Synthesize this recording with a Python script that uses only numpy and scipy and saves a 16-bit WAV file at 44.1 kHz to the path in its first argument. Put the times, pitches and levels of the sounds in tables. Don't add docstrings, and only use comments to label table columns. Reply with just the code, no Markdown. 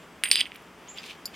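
import sys
import numpy as np
from scipy import signal
from scipy.fft import rfft, irfft, next_fast_len
from scipy.io import wavfile
from scipy.ndimage import uniform_filter1d, minimum_filter1d, map_coordinates

SR = 44100
rng = np.random.default_rng(int(sys.argv[2]) if len(sys.argv) > 2 else 0)


def dump(signal):
    limited = np.clip(np.atleast_2d(signal).T, -1, 1)
    pcm = np.round(limited * 32767).astype(np.int16)
    wavfile.write(sys.argv[1], SR, pcm)


N = 59535

# (frequency [Hz], level [dB], t60 [s], left minus right [dB])
FLAKE_MODES = [(4863, -12.5, .08, 2), (8125, -8, 0.081, 4.5), (9016, 1, 0.046, -6.5),
               (10920, -20.5, 0.046, 8), (12570, -28, .05, 15), (13400, -15.5, .055, -0.5)]


def flake_knocks():
    # (time [s], click [dB], pitch [Hz], width [cycles], ring [dB], sharp edge [dB])
    knocks = [(.2371, -4, 2640, 0.27, -20.5, -12), (.25, -26, 2440, 0.55, -42, -55),
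              (0.2555, -16, 2670, 0.42, -46, -55), (.258, -15.5, 2650, 0.34, -34, -52),
              (0.275, -20, 2720, 0.39, -33.5, -53), (0.2823, -25.5, 2740, 0.53, -59, -60),
              (.2865, -25, 2430, 0.39, -28.5, -29), (0.3026, -23.5, 2890, 0.61, -35.5, -55),
              (0.3142, 3.5, 4720, 0.97, -13, -6.5), (.3148, -5.5, 2504, .6, -28.5, -36),
              (0.3298, -12, 3850, 0.34, -32, -40), (.357, -2.5, 3450, 0.41, -25, -18),
              (0.3695, -16.5, 2970, 1.15, -44, -50), (0.3768, -18.5, 3460, 0.41, -52, -55),
              (0.3904, -15.5, 3020, 0.9, -42, -45), (.4065, -13, 3550, 0.4, -33, -35),
              (0.4083, -7.5, 3880, 0.36, -36, -26), (.412, -6, 3156, 1.1, -51, -28),
              (.456, -23, 2920, 0.61, -64, -70), (0.4671, -29.5, 2750, 0.51, -55, -65),
              (0.5189, -25.5, 2530, 0.45, -70, -75), (0.5579, -27.5, 2670, 0.23, -70, -50),
              (0.984, -26, 3320, 1.7, -70, -70), (1.278, -35, 3000, 0.46, -75, -65)]
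    # (frequency [Hz], gain [dB])
    edge_colour = [(60, -18), (500, -4.5), (1400, -13.5), (6000, -3), (9000, 4.5), (13500, -1.5),
                   (16000, -8)]
    edge_decay_s, nudge_s = 0.00018, 0.9845
    clicks, edges, rings = np.zeros(N), np.zeros(N), np.zeros((2, N))
    t = np.arange(SR // 200) / SR
    for s, db, hz, cycles, ring_db, edge_db in knocks:
        add(clicks, s, amp(db) * click(hz, cycles))
        add(edges, s, amp(edge_db) * rng.standard_normal(len(t)) * np.exp(-t / edge_decay_s))
        add(rings, s, amp(ring_db) * ring(FLAKE_MODES, shimmer=0.21))
    add(rings, nudge_s, amp(-23.5) * ring(FLAKE_MODES[:1], shimmer=0.12))
    return clicks, rings + coloured(edges, edge_colour)


def flake_drag():
    # (time [s], level [dB], slip pitch [Hz], lowest mode [dB], upper modes [dB])
    stroke = [(.236, -53, 2550, -80, -70), (.239, -32.5, 2530, -54, -41), (.262, -33.5, 2530, -58, -41),
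              (.29, -49.5, 2540, -60, -50), (.312, -53, 2920, -52, -62), (.318, -26.5, 3330, -52, -39),
              (.34, -29, 3640, -31.5, -36), (.354, -34, 3100, -31.5, -47), (.38, -28, 3300, -31.5, -47.5),
              (.408, -26, 2970, -31.5, -40.5), (.42, -34, 3130, -41, -68), (.45, -57, 2900, -64, -75),
              (.463, -41, 2560, -66, -70), (.49, -66, 2540, -90, -88), (.56, -49, 2550, -88, -82),
              (.6, -66.5, 2600, -100, -100)]
    # (frequency [Hz], gain [dB])
    rasp_colour = [(2500, -35), (6000, -6), (7400, -3), (8400, -14), (9500, 2), (10500, -3), (12000, -9),
                   (13400, -3), (15000, -26)]
    slips_per_s = 700
    level_db, pitch_hz, lowest_db, upper_db = curves(stroke)
    slips, rings = np.zeros(N), np.zeros((2, N))
    t = np.arange(N) / SR
    touching = (t > stroke[0][0]) & (t < stroke[-1][0])
    for k, (hz, db, t60, side_db) in enumerate(FLAKE_MODES):
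        steady, mode_db = (4.5, lowest_db) if k == 0 else (1, upper_db + db)
        sway = steady + wobble(9 / t60) + 1j * wobble(9 / t60) + 1.02 * rattle(N)
        rings += amp(mode_db) * unit(mode_at_mics(sway * np.exp(2j * np.pi * hz * t), side_db))
    for k, (late, size, tune, push) in enumerate(rng.standard_normal((N // 30, 4))):
        s = abs(k + late / 2) / slips_per_s
        if s * SR < N - 1:
            hz = pitch_hz[int(s * SR)] * np.exp(0.15 * np.clip(tune, -2, 1))
            add(slips, s, np.sign(push) * amp(2 * min(size, 1)) * click(hz, cycles=0.57))
    rasp = amp(level_db - 16.5) * unit(coloured(slips * rng.standard_normal((2, N)), rasp_colour))
    return touching * amp(level_db) * unit(slips), touching * (rings + rasp)


def click(hz, cycles):
    t = np.arange(SR // 200) / SR
    rise = t * hz / cycles / 2
    return (rise * np.exp(1 - rise)) ** 2 * np.sin(2 * np.pi * hz * t)


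def ring(modes, shimmer):
    t = np.arange(SR // 4) / SR
    attack = 1 - np.exp(-t / 0.00024)
    out = np.zeros((2, len(t)))
    for hz, db, t60, side_db in modes:
        envelope = attack * amp(db + rng.normal() - 60 * t / t60)
        mode = (1 + shimmer * rattle(len(t))) * np.exp(2j * np.pi * (hz * t + rng.random()))
        out += envelope * mode_at_mics(mode, side_db)
    return out


def rattle(count, swings_per_s=700):
    position = np.arange(count) * swings_per_s / SR
    knots = rng.standard_normal((2, N // 8))
    real, imag = [map_coordinates(row, [position], mode="wrap") for row in knots]
    return real + 1j * imag


def mode_at_mics(mode, side_db, apart_turns=0.1):
    return pan(side_db) * np.real(mode * np.exp(1j * np.pi * apart_turns * np.array([[1], [-1]])))


def contacts_at_mics(pulses):
    # (frequency [Hz], gain [dB])
    contact_colour = [(40, -27), (300, -10.5), (1150, -7), (1750, 0.5), (3300, -1.5), (4700, 0),
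                      (6500, -0.5), (10000, 8), (14000, -22), (16000, -20)]
    # (frequency [Hz], left minus right [dB])
    balance = [(1000, -1), (2200, 0.5), (3200, -4.5), (4500, 1), (7000, -4), (9500, -5), (13000, 1)]
    hz, side_db = np.transpose(balance)
    gains = pan(1) ** np.interp(np.fft.rfftfreq(N, 1 / SR), hz, side_db)
    phase_shift = 1 + 1j * amp(-18.5) * np.array([[1], [-1]])
    return irfft(rfft(coloured(pulses, contact_colour)) * gains * phase_shift, N)


def chip():
    # (time [s], level [dB])
    landings = [(1.2558, -27.5), (1.2583, -34), (1.2638, -39.5)]
    # (frequency [Hz], level [dB], t60 [s], left minus right [dB])
    chip_modes = [(4660, 1, 0.027, -1), (5000, -5.5, .04, 3), (5280, -12, 0.054, 0), (7035, -6.5, 0.043, 3),
                  (8400, -16.5, 0.021, 12), (10980, -6.5, 0.034, -7.5), (12385, -6.5, 0.04, -8)]
    out = amp(-7) * grit(landings, decay_s=0.0045)
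    for s, db in landings:
        add(out, s, amp(db) * ring(chip_modes, shimmer=0.33))
        add(out, s, amp(db - 1) * click(hz=4760, cycles=1))
    return out


def crumbs():
    # (time [s], level [dB])
    drops = [(.5465, -47), (.5605, -40.5), (.622, -50.5)]
    return grit(drops, decay_s=0.0023)


def grit(hits, decay_s):
    # (frequency [Hz], gain [dB])
    tick_colour = [(3000, -29), (7000, -8), (10000, 0), (13700, 0), (15500, -6)]
    out, t = np.zeros((2, N)), np.arange(SR // 20) / SR
    for s, db in hits:
        burst = rng.standard_normal((2, len(t)))
        add(out, s, amp(db) * (burst / 2 + burst.mean(0)) * np.exp(-t / decay_s))
    return coloured(out, tick_colour)


def fingers():
    # (time [s], level [dB])
    strokes = [(.82, -80), (.88, -51.5), (.94, -64.5), (.975, -40.5), (1.012, -53), (1.036, -43.5),
               (1.08, -47.5), (1.108, -38.5), (1.165, -63.5), (1.331, -67.5), (1.338, -45.5)]
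    # (frequency [Hz], gain [dB])
    skin_colour = [(800, -38), (1700, -9.5), (2400, 1), (3400, -1.5), (4300, -10), (6500, -16.5),
                   (10000, -26), (15000, -32)]
    return rub(strokes, skin_colour)


def glove():
    # (time [s], level [dB])
    strokes = [(.93, -78), (.975, -73), (1.01, -60), (1.04, -56.5), (1.068, -46), (1.085, -58), (1.12, -55),
               (1.17, -82)]
    # (frequency [Hz], gain [dB])
    cotton_colour = [(1500, -20), (4200, 8.5), (6500, 0.5), (10000, -5), (15000, -15)]
    return rub(strokes, cotton_colour)


def rub(strokes, colour, grain_db=3):
    level_db, = curves(strokes)
    noise = rng.standard_normal((2, N))
    grains = (noise + 3 * noise.mean(0)) * amp(grain_db * wobble(700))
    return amp(level_db) * unit(coloured(grains, colour))


def bird_call():
    start_s, length_s, rise_s = 0.883, 0.041, 0.015
    start_hz, top_hz, waver_hz = 6250, 7600, 130
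    t = np.maximum(np.arange(N) / SR - start_s, 0)
    hz = top_hz + (start_hz - top_hz) * np.exp(-t / rise_s) + waver_hz * wobble(600)
    envelope = np.sin(np.pi * np.minimum(t / length_s, 1) ** 0.5)
    call = amp(-42) * envelope * np.sin(2 * np.pi * np.cumsum(hz) / SR)
    return call + amp(-1.5) * echo(call, t60=0.38)


def bird_whistle(waver_hz=130):
    # (time [s], pitch [Hz], level [dB])
    glide = [(0, 7300, -62), (.05, 7450, -71), (.08, 7650, -76), (.14, 8000, -69), (.2, 8300, -81),
             (.25, 8300, -120)]
    hz, db = curves(glide)
    return amp(db) * np.sin(2 * np.pi * np.cumsum(hz + waver_hz * wobble(600)) / SR)


def garden_air():
    # (frequency [Hz], gain [dB])
    air_colour = [(15, -40), (25, -30), (64, -5.5), (123, -11), (161, -1.5), (373, -3.5), (405, -2.5),
                  (503, -6.5), (1070, -7), (1160, -7), (3250, -14.5), (4140, -25.5), (4740, -22),
                  (7920, -27), (16000, -35)]
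    # (time [s], level [dB])
    drift = [(0, -49.5), (.2, -50.5), (.75, -49.5), (1.35, -49)]
    # (frequency [Hz], side gain [dB])
    width = [(50, -17.5), (1000, -20), (4000, -13), (12000, -8)]
    level_db, = curves(drift)
    mid, side = unit(coloured(rng.standard_normal((2, N)), air_colour))
    side = coloured(side, width)
    return pan(0.76) * amp(level_db + 0.67 * wobble(10.9)) * np.array([mid + side, mid - side])


def echo(x, t60):
    t = np.arange(SR // 2) / SR
    tail = rng.standard_normal((2, len(t))) * amp(-60 * t / t60) * (1 - np.exp(-t / 0.0027))
    tail = tail + tail.mean(0)
    return signal.fftconvolve(np.atleast_2d(x), tail / np.linalg.norm(tail[0]), axes=1)[:, :N]


def amp(db):
    return 10 ** (np.asarray(db) / 20)


def unit(x):
    return x / np.sqrt(np.mean(x ** 2) + 1e-20)


def curves(rows):
    times, *columns = np.transpose(rows)
    return [np.interp(np.arange(N) / SR, times, column) for column in columns]


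def wobble(rate):
    return map_coordinates(rng.standard_normal(N // 4), [np.arange(N) * rate / SR], mode="wrap")


def pan(db):
    return amp(np.array([[db], [-db]]) / 2)


def add(out, s, sound):
    i = round(s * SR)
    out[..., i:i + sound.shape[-1]] += sound[..., :N - i]


def coloured(x, points):
    size = 2 * next_fast_len(N)
    hz, db = np.transpose(points)
    gain_db = np.interp(np.log(np.fft.rfftfreq(size, 1 / SR) + 1), np.log(hz), db)
    cepstrum = irfft(np.log(amp(gain_db)))
    cepstrum[1:size // 2] *= 2
    cepstrum[size // 2 + 1:] = 0
    return irfft(rfft(x, size) * np.exp(rfft(cepstrum)))[..., :N]


def scene():
    clicks, rings = flake_knocks()
    slips, singing = flake_drag()
    stones = contacts_at_mics(clicks + slips) + rings + singing + chip() + crumbs()
    near = stones + fingers() + glove()
    deck_and_fence = amp(-17.5) * echo(near, t60=0.2)
    return near + deck_and_fence + bird_call() + bird_whistle() + garden_air()


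def record(dry):
    limiter_s, top_hz = 0.0007, 15900
    size, window = 2 * next_fast_len(N), round(limiter_s * SR)
    needed = 1 / np.maximum(np.abs(dry).max(0), 1)
    gain = uniform_filter1d(minimum_filter1d(needed, window), window)
    low_pass = 1 / np.sqrt(1 + (np.fft.rfftfreq(size, 1 / SR) / top_hz) ** 140)
    return irfft(rfft(dry * gain, size) * low_pass)[:, :N]


dry = scene()
out = record(dry)
dump(out)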